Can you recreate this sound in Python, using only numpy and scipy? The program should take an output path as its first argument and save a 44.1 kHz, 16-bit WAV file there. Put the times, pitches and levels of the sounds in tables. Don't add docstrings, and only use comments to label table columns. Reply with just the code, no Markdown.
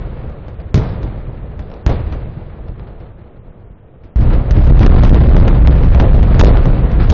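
import sys
import numpy as np
from scipy import signal
from scipy.fft import rfft, irfft, next_fast_len
from scipy.io import wavfile
from scipy.ndimage import uniform_filter1d, map_coordinates

SR = 44100
rng = np.random.default_rng(int(sys.argv[2]) if len(sys.argv) > 2 else 0)


def how_loud(loudness_db):
    steps = np.asarray(loudness_db, float) / 20
    return 10 ** steps


def dump(signal):
    limited = np.clip(np.atleast_2d(signal).T, -1, 1)
    pcm = np.round(limited * 32767).astype(np.int16)
    wavfile.write(sys.argv[1], SR, pcm)


N = 314430
MAIN_S = 4.1594

# start_s, overpressure_db, swing_hz, life_ms, scatter_db
DIRECT_FRONTS = [
    (0.7438, 16, 70.7, 5.2, -12),
    (1.8647, 13, 52.9, 6.2, -23),
    (6.3946, 16, 75, 9, 0),
    (6.4438, 7, 60, 10, -9.5),
    (7.0957, 3.5, 72.6, 41, -10),
]
# start_s, peak_db, smear_ms, thud_db
WALL_SLAPS = [(0.17, -43, 12, -45), (0.297, -42, 5.5, -39), (0.4827, -34, 5.8, -40), (0.6, -37, 19, -32),
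              (0.889, -39, 30, -31), (1.0311, -29, 7.5, -22.5), (1.27, -45, 12, -25),
              (1.5929, -32, 10, -22.5), (1.701, -38, 3.1, -45), (1.7157, -35, 5.9, -46),
              (1.7393, -36, 6, -43), (2.1241, -28.5, 14, -17), (2.364, -60.5, 12, -19.5),
              (2.46, -55, 9.4, -23), (2.684, -39, 8.5, -24), (2.796, -35, 3.1, -37),
              (2.869, -40.5, 26, -46), (3.001, -46, 51, -32), (3.469, -60, 12, -36), (3.7, -69, 11, -34),
              (4.0348, -47, 63, -36)]
# start_s, peak_db, smear_ms, thud_db
FLOOR_CRACKS = [(4.1888, -37, 6.3, 1), (4.2078, -30.5, 44, -16), (4.333, -25, 15, -16),
                (4.565, -25, 27, -3.5), (4.6713, -29.5, 21, -12), (4.7932, -18, 36, 7),
                (4.8299, -17, 25, -9.5), (4.8642, -11, 3.8, -0.5), (4.9435, -21.5, 86, 1),
                (5.0337, -15, 29, -7.5), (5.0952, -17.5, 6.6, 3.5), (5.1402, -15, 16, -9.5),
                (5.2041, -20, 7.3, -12.5), (5.331, -16, 3.8, 3.5), (5.362, -14, 9.5, -18),
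                (5.3962, -19.5, 6.8, -18), (5.446, -33, 18, -15.5), (5.4792, -14.5, 6.6, -24.5),
                (5.674, -13.5, 6, 3), (5.829, -24.5, 21, -3.5), (5.948, -16.5, 3.1, -14),
                (5.9997, -11.5, 7.6, -3.5), (6.23, -22, 6, -24.5), (6.3347, -21, 26, -7.5),
                (6.4109, -8.5, 7.1, -1.5), (6.4694, -19, 3.7, -12.5), (6.572, -18, 3.3, -18),
                (6.6566, -18.5, 2.9, -2), (6.9154, -27.5, 6.5, -13), (7.0, -22, 50, -17.5)]
# start_s, near_echo_db, far_echo_db
ROLLING_CHARGES = [
    (-.37, -6, -17.5),
    (0.7427, -5.5, -19.5),
    (1.863, -4.5, -21),
]


def unit(x):
    return x / np.sqrt(np.mean(x ** 2) + 1e-20)


def wobble(rate):
    knots = rng.standard_normal(int(N * rate / SR) + 4)
    return map_coordinates(knots, [np.arange(N) * rate / SR])


def filtered(x, response):
    m = next_fast_len(N + SR // 2)
    return irfft(rfft(x, m) * response(np.fft.rfftfreq(m, 1 / SR)), m)[:N]


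def add(track, s, wave):
    part = track[round(s * SR):][:len(wave)]
    part += wave[:len(part)]


def scattered(spectrum, spread_db, clump_db, clump_rate):
    sizes_db = spread_db * np.minimum(rng.exponential(size=N), 5) + clump_db * wobble(clump_rate)
    grains = how_loud(sizes_db) * rng.standard_normal(N)
    f, db = np.transpose(spectrum)
    return unit(filtered(grains, lambda hz: how_loud(np.interp(np.log(hz + 1), np.log(f), db))))


def dying(s, db, t60):
    since = np.arange(N) / SR - s
    fade_db = 60 * np.abs(since) / np.reshape(t60, (-1, 1))
    return (since >= 0) * how_loud(np.reshape(db, (-1, 1)) - fade_db) ** 2


def echo_power():
    town_db = [-45, -48.5, -66.5, -97.5]
    # level_db against the roll, then decay t60_s, for near and far echoes
    near_layers_db = [1.1, -9.5, -28.5, -40.5]
    near_t60_s = [0.54, 0.46, 0.9, 0.63]
    far_layers_db = [0.64, -12, -24.5, -35]
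    far_t60_s = [5.3, 6.63, 6.2, 1.9]
    # tail of a direct front, level_db against its scatter, then decay t60_s
    tail_db = [-37.5, -9, -28, -29.5]
    tail_t60_s = [.3, 0.71, 0.91, 0.54]
    power = how_loud(town_db)[:, None] ** 2
    for s, near_db, far_db in ROLLING_CHARGES:
        power = power + dying(s, np.add(near_db, near_layers_db), near_t60_s)
        power = power + dying(s, np.add(far_db, far_layers_db), far_t60_s)
    for s, *_, scatter_db in DIRECT_FRONTS:
        power = power + dying(s, np.add(scatter_db, tail_db), tail_t60_s)
    return power


def swell_power():
    # level_db (boom against thud, others against peak), then decay t60_s
    swell_db = [2.7, -2.5, -20.5, -35]
    swell_t60_s = [0.22, .4, 0.65, 0.56]
    swell, t = np.zeros((4, N)), np.arange(SR // 3) / SR
    for s, peak_db, _, thud_db in WALL_SLAPS + FLOOR_CRACKS:
        levels_db = np.add([thud_db, peak_db, peak_db, peak_db], swell_db)
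        for layer, level_db, t60 in zip(swell, levels_db, swell_t60_s):
            add(layer, s, how_loud(level_db - 60 * t / t60) ** 2)
    return np.abs(uniform_filter1d(swell, size=400, origin=199))


def collapse_power():
    # time_s, force_db
    force_curve = [
        (4.17, -36),
        (4.33, -26.5),
        (4.45, -38),
        (4.6, -27),
        (4.9, -20.5),
        (5.55, -26.5),
        (6.0, -25.5),
        (6.45, -25.5),
        (6.88, -30),
    ]
    # level_db at mean force, then share of the force swing followed
    fall_db = [-7.5, -24, -36.5, -59.5]
    force_share = [.8, 0.38, 0.57, 1.2]
    s, force_db = np.transpose(force_curve)
    swing_db = np.interp(np.arange(N) / SR, s, force_db) - np.mean(force_db)
    falling = np.arange(N) / SR >= MAIN_S
    return falling * how_loud(np.array(fall_db)[:, None] + np.outer(force_share, swing_db)) ** 2


def roll():
    # pitch_hz, density_db (dB per Hz)
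    boom_colour = [(8.8, -33.5), (15, 1), (43, 4.5), (65, 3), (119, 0), (221, -14), (261, -25.5),
                   (320, -16.5), (420, -32.5), (700, -120)]
    # pitch_hz, density_db (dB per Hz)
    fall_colour = [(9, -58), (16, -8), (25, 0), (33, 5), (48, -4), (63, 3.5), (80, -7.5), (125, -5.5),
                   (190, -19.5), (320, -25), (420, -46), (700, -120)]
    # pitch_hz, density_db (dB per Hz)
    roar_colour = [(88, -22.5), (150, -3.5), (302, -10), (496, -7.5), (728, -15), (784, -17.5),
                   (1400, -28.5), (1820, -59.5), (3080, -120)]
    # pitch_hz, density_db (dB per Hz)
    crackle_colour = [(500, -2.5), (800, -3), (1300, -3), (1900, -7), (2600, -12), (4000, -20.5),
                      (5500, -34), (7500, -39), (9000, -55)]
    # pitch_hz, density_db (dB per Hz)
    sizzle_colour = [(2000, -46.5), (3500, 4.5), (5000, -5.8), (7000, -13), (9000, -38)]
    gains = np.sqrt(echo_power() + collapse_power() + swell_power())
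    boom_gain, roar_gain, crackle_gain, sizzle_gain = gains

    starts_s = np.array([s for s, *_ in ROLLING_CHARGES] + [MAIN_S])
    since = np.arange(N) / SR - starts_s[:, None]
    build = np.sum((since >= 0) * np.exp(-np.abs(since) / .018), axis=0)
    peal = wobble(22)

    echo = scattered(boom_colour, spread_db=4.0, clump_db=1.84, clump_rate=9.75)
    fall = scattered(fall_colour, spread_db=2.0, clump_db=0.87, clump_rate=17)
    rumble = np.where(since[-1] < 0, echo, how_loud(1.0) * fall)
    boom = boom_gain * how_loud(-39 * build + 0.69 * peal) * rumble

    roar = scattered(roar_colour, spread_db=2.5, clump_db=1.2, clump_rate=40)
    roar *= roar_gain * how_loud(-12 * build + 1.1 * peal)

    crackle = scattered(crackle_colour, spread_db=2.5, clump_db=1.0, clump_rate=88)
    crackle *= crackle_gain * how_loud(3.0 + 0.46 * peal)

    sizzle = sizzle_gain * scattered(sizzle_colour, spread_db=5.5, clump_db=4.0, clump_rate=17)
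    return boom + roar + crackle + sizzle


def blast(phase_ms):
    u = np.arange(SR // 8) / (SR * phase_ms / 1000)
    return (1 - u) * np.exp(-.6 * u)


def slaps():
    clear_ms = 9.5
    air, t = np.zeros(N), np.arange(SR // 10) / SR
    for s, peak_db, smear_ms, _ in WALL_SLAPS + FLOOR_CRACKS:
        spray = 0.11 * rng.standard_normal(len(t)) * np.exp(-1000 * t / smear_ms)
        spray[0] = min(1, clear_ms / smear_ms)
        add(air, s, -how_loud(peak_db + 11.0) * signal.fftconvolve(spray, blast(phase_ms=.65)))
    return filtered(air, lambda hz: 1 / (1 + 1j * hz / 4600) ** 2)


def charges():
    # start_s, overpressure_db, swing_hz, life_ms, scatter_db
    blunt_fronts = [
        (.7575, 1.5, 133, 22, -24.5),
        (.7763, 12.5, 91.6, 2.8, -23.5),
        (1.8955, 0, 50, 11, -29),
        (4.159, 2, 55.7, 21, -35),
        (4.5091, 8, 45.7, 10, -19),
    ]
    scatter_ms = 6.6
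    air, t = np.zeros(N), np.arange(SR // 5) / SR
    for fronts, rise_ms in (DIRECT_FRONTS, 0.1), (blunt_fronts, 2.2):
        for s, db, swing_hz, life_ms, hiss_db in fronts:
            wave = np.cos(2 * np.pi * swing_hz * t) * np.exp(-1000 * t / life_ms)
            wave *= 1 - np.exp(-1000 * t / rise_ms)
            hiss = signal.lfilter([.45], [1, -.75], rng.standard_normal(len(t)))
            hiss *= np.exp(-1000 * t / scatter_ms)
            add(air, s, -how_loud(db) * wave + how_loud(hiss_db) * hiss)
    return air


def scene():
    return (roll() + slaps() + charges())[None]


def flatten(x, top, hard):
    return x / (1 + np.abs(x / top) ** hard) ** (1 / hard)


def thin_treble(x, quiet_db, masked_db):
    hz, _, z = signal.stft(x, SR, nperseg=1024)
    band = (hz // 560).astype(int)
    power = np.array([np.mean(np.abs(z[band == b]) ** 2, axis=0) for b in range(band.max() + 1)])
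    block = np.arange(power.shape[1]) // 2
    block_starts = np.flatnonzero(np.diff(block, prepend=-1))
    loudest = np.maximum.reduceat(power, block_starts, axis=1)
    masker = uniform_filter1d(loudest[2:5].mean(axis=0), size=3)

    need = how_loud(quiet_db) ** 2 + how_loud(masked_db) ** 2 * masker
    need = need * how_loud(2.7 * rng.standard_normal(loudest.shape))
    need *= how_loud(15 * uniform_filter1d(rng.standard_normal(need.shape[1]), size=3))
    need *= how_loud(3 * (np.arange(len(need))[:, None] - 8))

    block_passes = (loudest > need)[band][:, block]
    burst_passes = (power > 6 * need[:, block])[band]
    keep = block_passes | burst_passes | (hz < 2200)[:, None]
    return signal.istft(z * keep, SR, nperseg=1024)[1][:N]


def top_cut(x):
    return signal.sosfilt(signal.butter(12, 7590, fs=SR, output="sos"), x)


def record(dry):
    flat = flatten(dry[0], top=.705, hard=22)
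    narrow = filtered(flat, lambda hz: 1 / (1 + (hz / 7120) ** 30))
    lean = thin_treble(narrow, quiet_db=-91, masked_db=-23)
    shaved = flatten(lean + .004, top=.73, hard=60)
    return top_cut(shaved[None])


dry = scene()
out = record(dry)
dump(out)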